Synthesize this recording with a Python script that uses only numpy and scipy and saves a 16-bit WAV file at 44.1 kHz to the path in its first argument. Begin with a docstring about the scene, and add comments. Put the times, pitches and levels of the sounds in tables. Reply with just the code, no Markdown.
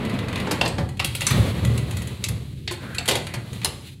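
"""An old freight elevator rumbles along, heard from inside its steel car. Loose fittings and small
switch parts tick, and jolts make its big panels boom. Relays clack, buttons click, the brake snaps
and a toggle flicks over. A finger squeaks on a button, a heavy contactor slams and a switch
snaps back. Every blow rings on in the car and its shaft."""
import sys
import numpy as np
from scipy import signal
from scipy.fft import rfft, irfft, next_fast_len
from scipy.io import wavfile
from scipy.ndimage import map_coordinates

SR = 44100
rng = np.random.default_rng(int(sys.argv[2]) if len(sys.argv) > 2 else 0)


def to_wav(sig):
    """Store sig (one row per channel, or 1-D mono) as 16-bit WAV at the path in sys.argv[1].

    Samples outside -1..1 are clipped; the rate is SR.
    """
    pcm = np.clip(np.atleast_2d(sig), -1, 1) * 32767
    pcm = np.round(pcm).astype(np.int16)
    wavfile.write(sys.argv[1], SR, pcm.T)  # frames by channels


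N = 176400
T = np.arange(SR // 3) / SR  # t/s within one blow
HOLD_S = 0.0023  # wait before a clatter or tick fades


def amp(db):
    """Turn decibels into a gain."""
    return 10 ** (np.asarray(db) / 20)

def unit(x):
    """Scale to an average (rms) level of 1."""
    return x / np.sqrt(np.mean(x ** 2) + 1e-20)

def along(points, hz):
    """Read between (f/Hz, value) points on a pitch scale."""
    f, v = np.transpose(points)
    return np.interp(np.log(hz + 1), np.log(f + 1), v)

def filtered(x, response):
    """Turn each frequency up or down by response(hz)."""
    m = next_fast_len(len(x) + 4096)
    return irfft(rfft(x, m) * response(np.fft.rfftfreq(m, 1 / SR)), m)[:len(x)]

def noise(tone, size):
    """Noise shaped by a tone table."""
    return unit(filtered(rng.standard_normal(size), lambda hz: amp(along(tone, hz))))

def wobble(rate):
    """A smooth curve through rate random points a second."""
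    return map_coordinates(rng.standard_normal(int(N * rate / SR) + 4), [np.arange(N) * rate / SR])

def strike(t, rise, fade, hold=0):
    """Swell, then die away; fade is the seconds taken to drop 60 dB."""
    return (1 - np.exp(-t / max(rise, 1e-5))) * amp(-60 * np.maximum(t - hold, 0) / fade)

def add(out, s, x):
    """Mix x in at s seconds."""
    part = out[max(round(s * SR), 0):][:len(x)]
    part += x[:len(part)]

def ringing(notes, rise, count=4, spread=0.0121):
    """Each note of a loose part is a few close tones that drift out of step."""
    def cluster(hz):
        tones = hz * (1 + spread * rng.standard_normal((count, 1)))
        return np.sin(2 * np.pi * (tones * T + rng.random())).sum(axis=0) / np.sqrt(count)
    return sum(amp(db) * strike(T, rise, fade) * cluster(hz) for hz, db, fade in notes)


# Tone of each noise: f/Hz, level/dB (all table levels are relative)
RUMBLE = [(22, -50), (46, -6), (68, 3.5), (125, 8.5), (205, -4), (380, -12), (800, -46.5)]
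ROLLING = [(110, -18.5), (190, 5), (290, -5.5), (400, -7), (520, -7.5), (790, -16), (1080, -14),
           (1550, -20.5), (2100, -17.5), (4000, -26), (5800, -42.5)]
HISS = [(1200, -6), (2300, 5.5), (4100, 9), (5400, -6.5), (7300, -3), (10500, -3.5), (16000, -0.5)]
# Loudness along the ride: t/s, rumble/dB, rolling/dB, hiss/dB
RIDE = [(0, -30, -28.5, -61), (.55, -31, -28.5, -55), (.84, -27, -42, -70), (.98, -30.5, -56, -69),
        (1.15, -32.5, -53, -44), (1.35, -32, -27, -38), (1.65, -27, -32.5, -48.5), (2.1, -33.5, -41, -49),
        (2.401, -33, -43, -53.5), (2.65, -35.5, -67, -60), (2.76, -38, -65, -57), (2.84, -35.5, -34, -50.5),
        (3.3, -33, -72, -63), (3.46, -43.5, -42, -53.5), (3.55, -34.5, -44, -47), (3.8, -39, -50, -59),
        (3.88, -40.5, -54, -46), (4, -42, -80, -66.5)]
def machinery():
    """The hoist rumbles under a rolling noise and a hiss that flicker together."""
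    times, *levels = np.transpose(RIDE)
    rumble_db, rolling_db, hiss_db = [np.interp(np.arange(N) / SR, times, db) for db in levels]
    flicker_db = 1.5 * wobble(45)
    rumble = amp(rumble_db + 0.82 * wobble(7.4)) * noise(RUMBLE, N)
    rolling = amp(rolling_db + flicker_db) * noise(ROLLING, N)
    hiss = amp(hiss_db + 4.5 + flicker_db) * noise(HISS, N)
    return rumble + rolling + hiss

# Tone of a tick's middle and treble: f/Hz, level/dB
TICK_MID = [(200, -25), (1200, -3.5), (2000, 0.5), (4200, 0.5), (5300, -12.5), (9000, -18)]
TICK_TOP = [(3000, -28), (5300, -14), (6800, 0.5), (11000, -1.5), (15500, -8.5)]
# Tick notes: f/Hz, level/dB, fade/s
TICK_NOTES = [(1988, -22.5, .25), (2530, -20.5, 0.12)]
# Ticks: t/s, middle/dB, treble/dB
TICKS = [(0.0498, -22.5, -40), (0.0953, -24, -42.5), (0.139, -25, -53), (0.189, -21.5, -40.5),
         (0.2834, -22.5, -40.5), (0.3274, -21, -43.5), (0.357, -16.5, -37.5), (0.376, -25, -41),
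         (0.4, -19, -38), (0.8893, -30, -41), (0.971, -33.5, -46), (0.9942, -13.5, -35),
         (1.207, -16.5, -26.5), (1.6488, -17.5, -30), (1.7765, -20.5, -29), (1.9091, -24.5, -33.5),
         (1.969, -23.5, -30), (2.0187, -25.5, -35), (2.0718, -28, -34), (2.7219, -27, -32),
         (2.947, -23, -32), (3.057, -21, -31), (3.2675, -19.5, -35), (3.5303, -28, -37), (3.6154, -24, -49),
         (3.633, -28.5, -52)]
def metal_ticks():
    """Light metal ticks, from loose fittings and small switch parts touching."""
    out = np.zeros(N)
    for s, mid_db, top_db in TICKS:
        middle = amp(mid_db - 10.5) * noise(TICK_MID, len(T))
        treble = amp(top_db - 2) * noise(TICK_TOP, len(T))
        tick = (middle + treble) * strike(T, rise=0.00042, fade=0.047, hold=HOLD_S)
        ring = amp(mid_db) * ringing(TICK_NOTES, rise=0.0012)
        add(out, s, in_car(tick + ring))
    return out

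# The shaft's echo: f/Hz, fade/s, level/dB
SHAFT = [(150, 0.41, 13), (700, 0.52, 5), (2560, 0.39, 3.5), (4500, 0.47, 1.5), (5100, 0.59, -9),
         (9050, 0.56, -4), (16000, 0.69, -14.5)]
def in_car(x, echo_db=0):
    """Sound bounces quickly off the car walls and lingers in the shaft."""
    shaft = np.array(SHAFT)
    hz, t, spectrum = signal.stft(rng.standard_normal(SR * 3 // 4), SR, nperseg=256)
    fade = along(shaft[:, :2], hz)[:, None]
    db = along(shaft[:, ::2], hz)[:, None]
    tail = signal.istft(spectrum * amp(db - 60 * t / fade), SR, nperseg=256)[1]
    t = np.arange(len(tail)) / SR
    tail *= 1 - np.exp(-t / 0.0034)
    bounces = rng.standard_normal(len(t)) * (rng.random(len(t)) < .03)
    walls = bounces * strike(t, rise=0.0059, fade=0.14)
    echo = amp(echo_db - 6.5) * tail / np.linalg.norm(tail)
    echo += amp(echo_db - 8) * walls / np.linalg.norm(walls)
    echo[0] += 1  # the direct sound
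    return signal.fftconvolve(x, echo)

# Edges of the five clatter bands: f/Hz
BAND_EDGES = [260, 900, 2200, 4800, 8500, 14500]
def blows(hits, notes, rise, fade, echo_db=0):
    """Steel parts meet, clatter and ring; echo_db sets how much they echo."""
    out = np.zeros(N)
    wall_share = 0.41  # how much ringing reaches the walls
    for s, ring_db, *band_db in hits:
        def tone(hz):
            return np.sqrt(sum(
                amp(db) ** 2 * SR / 2 / (hi - lo) / (1 + (lo / (hz + 1)) ** 12) / (1 + (hz / hi) ** 16)
                for db, lo, hi in zip(band_db, BAND_EDGES, BAND_EDGES[1:])))
        clatter = amp(-2) * filtered(rng.standard_normal(len(T)), tone) * strike(T, rise, fade, HOLD_S)
        ring = amp(ring_db - 16) * ringing(notes, rise)
        add(out, s, (1 - wall_share) * ring)
        add(out, s, in_car(clatter + wall_share * ring, echo_db))
    return out

# Frame notes: f/Hz, level/dB, fade/s
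FRAME_NOTES = [(353, -3.5, 0.1), (1030, -5.5, 0.061), (2250, -9.5, 0.051)]
# Knocks: t/s, ring/dB, 5 x clatter/dB
KNOCKS = [(0.469, -23, -20.5, -25.5, -32.5, -38, -52), (0.5098, -20, -20, -19, -21, -22, -22.5),
          (0.781, -17, -21.5, -24.5, -29, -36.5, -50), (1.305, -18, -39, -19, -19.5, -36, -21),
          (2.7095, -10, -33.5, -29.5, -30, -33, -31), (3.3376, -18.5, -32, -27.5, -27, -32, -30.5)]
def frame():
    """The frame knocks with a low, short ring."""
    return blows(KNOCKS, FRAME_NOTES, rise=0.0028, fade=0.057)

# Relay notes: f/Hz, level/dB, fade/s
RELAY_NOTES = [(541, -14.5, 0.078), (922, -25, 0.17), (2245, -4, 0.038), (2720, 2.5, 0.051),
               (3255, -3.5, 0.042), (4700, -13, .025)]
# Clacks: t/s, ring/dB, 5 x clatter/dB
CLACKS = [(0.6113, -2.5, -17.5, -21.5, -15.5, -28, -31), (0.6582, -14, -25, -28, -18.5, -31, -40),
          (0.9972, -5, -27, -21.5, -18.5, -34, -31), (1.0448, -7.5, -29.5, -29, -20.5, -28, -17.5),
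          (1.1502, -10, -40, -34.5, -26, -34, -21), (1.217, -7.5, -36, -29.5, -24, -35, -24.5),
          (2.6755, -22, -35, -30, -20, -34, -43)]
def relays():
    """Small magnet-driven switches clack."""
    return blows(CLACKS, RELAY_NOTES, rise=0.0014, fade=0.044)

# Panel notes: f/Hz, level/dB, share of the jolt's fade
PANEL_NOTES = [(72.4, -8.5, 1), (93.5, -8, 0.16), (114.6, -0.5, 0.95), (133.2, -8, 1), (202, -14.5, 1)]
# Tone of a jolt's rumble: f/Hz, level/dB
BOOM = [(25, -35), (52, -29), (70, 1), (115, 2), (165, -2), (260, -17), (500, -17.5), (1500, -47.5)]
# Jolts: t/s, rumble/dB, ring/dB, rise/s, fade/s
JOLTS = [(0.612, -24, -25, 0.0079, 0.36), (0.78, -16, -50, 0.0068, 0.24), (1.308, -16.5, -18, 0.012, 0.96),
         (1.355, -17, -15.5, 0.013, 0.66), (1.625, -21, -15.5, 0.0079, 1.59),
         (2.289, -26, -19.5, 0.0066, 0.45), (3.089, -27.5, -27, 0.057, 0.81),
         (3.35, -28.5, -22, 0.017, 0.47), (3.513, -23, -31, 0.0063, 0.15)]
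def panels():
    """Each jolt sets the car's big panels booming."""
    out, t = np.zeros(N), np.arange(SR * 3 // 2) / SR
    for s, rumble_db, ring_db, rise, fade in JOLTS:
        ring = sum(amp(db) * strike(t, rise, fade * share) * np.sin(2 * np.pi * (hz * t + rng.random()))
                   for hz, db, share in PANEL_NOTES)
        rumble = noise(BOOM, len(t)) * strike(t, rise, fade)
        add(out, s, amp(ring_db) * ring + amp(rumble_db) * rumble)
    return out

# Button notes: f/Hz, level/dB, fade/s
BUTTON_NOTES = [(2707, -3.5, .035), (3950, -3.5, 0.024), (4500, -2.5, 0.024), (7650, -7, 0.046),
                (11100, -10, 0.023)]
# Clicks: t/s, ring/dB, 5 x clatter/dB
CLICKS = [(0.6504, -28, -18, -25, -41, -37, -33), (0.6768, -15, -65, -41, -38, -26, -31),
          (2.9828, 1.5, -28, -34, -23.5, -29, -35)]
def buttons():
    """Push buttons click and ring briefly."""
    return blows(CLICKS, BUTTON_NOTES, rise=0.0017, fade=0.039, echo_db=1.5)

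# Brake notes: f/Hz, level/dB, fade/s
BRAKE_NOTES = [(1190, -10.5, 0.11), (3530, -14, 0.68), (3970, -25, 0.69), (4460, -12, 0.083),
               (6030, -1.5, 0.18), (7680, -1.5, 0.073), (9100, 3, 0.049), (12800, -14, .4)]
# Snap: t/s, ring/dB, 5 x clatter/dB
BRAKE_SNAP = [(1.2671, -3, -47, -21.5, -17.5, -17, -21.5)]
def brake():
    """The brake snaps and its steel rings on."""
    return blows(BRAKE_SNAP, BRAKE_NOTES, rise=0.00077, fade=0.043, echo_db=3.5)

# Toggle notes: f/Hz, level/dB, fade/s
TOGGLE_NOTES = [(2630, -7.5, 0.15), (3870, -11, 0.052), (6460, -7, .05), (7570, -3, 0.077),
                (10130, -8, 0.074)]
# Flick: t/s, ring/dB, 5 x clatter/dB
FLICK = [(2.2395, -6.5, -39, -36, -20, -21.5, -25.5), (2.2853, -16, -45, -30.5, -30, -32, -25)]
def toggle():
    """A small lever clicks over."""
    return blows(FLICK, TOGGLE_NOTES, rise=0.00084, fade=0.043, echo_db=-2.5)

# Rubs: t/s, length/s, f/Hz, level/dB
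RUBS = [(2.749, 0.42, 1560, -42.5), (3.262, 0.17, 2080, -44)]
def finger(width_hz=270):
    """Skin rubs on a held button and squeaks faintly."""
    out = np.zeros(N)
    for s, length, hz, db in RUBS:
        swell = np.sqrt(np.abs(np.hanning(int(length * SR))))
        squeak = filtered(rng.standard_normal(len(swell)), lambda f: 1 / (1 + ((f - hz) / width_hz) ** 2))
        add(out, s, amp(db) * swell * unit(squeak))
    return out

# Contactor notes: f/Hz, level/dB, fade/s
CONTACTOR_NOTES = [(488, -13, 0.12), (820, -11, 0.16), (2055, -18, 0.19), (3240, 0, 0.066),
                   (3790, -5.5, 0.076), (7100, -13, 0.1), (9500, -0.5, 0.041)]
# Slam: t/s, ring/dB, 5 x clatter/dB
SLAM = [(3.078, -7.5, -26.5, -36, -22.5, -26, -24), (3.0855, -3.5, -18.5, -22, -16, -21.5, -19.5),
        (3.1094, -14, -22.5, -31.5, -19.5, -25.5, -27), (3.1535, -6, -25.5, -31, -25, -29.5, -28)]
def contactor():
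    """A heavy power switch slams in four quick blows."""
    return blows(SLAM, CONTACTOR_NOTES, rise=0.0011, fade=0.085)

# Switch notes: f/Hz, level/dB, fade/s
SWITCH_NOTES = [(4190, 0.5, 0.026), (4060, -19, 0.17), (9600, 5, 0.013), (10420, 4, 0.016)]
# Snap: t/s, ring/dB, 5 x clatter/dB
SWITCH_SNAP = [(3.6464, -3, -24.5, -27, -20.5, -18, -16.5), (3.6562, -8, -27, -30, -25.5, -39, -40)]
def switch():
    """A switch snaps back sharply."""
    return blows(SWITCH_SNAP, SWITCH_NOTES, rise=0.00035, fade=0.03, echo_db=-0.5)

def scene():
    """All the sounds in the car, on one channel."""
    return (machinery() + metal_ticks() + frame() + relays() + panels() + buttons()
            + brake() + toggle() + finger() + contactor() + switch())[None]

# Microphone tone: f/Hz, level/dB
MIC = [(11500, 0), (13000, -9), (15500, -9.5)]
def record(dry):
    """The microphone softens the treble, and the very top is cut off."""
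    def response(hz):
        return amp(along(MIC, hz)) / np.sqrt(1 + (hz / 15750) ** 160)
    return np.array([filtered(x, response) for x in dry])


dry = scene()
out = record(dry)
to_wav(out)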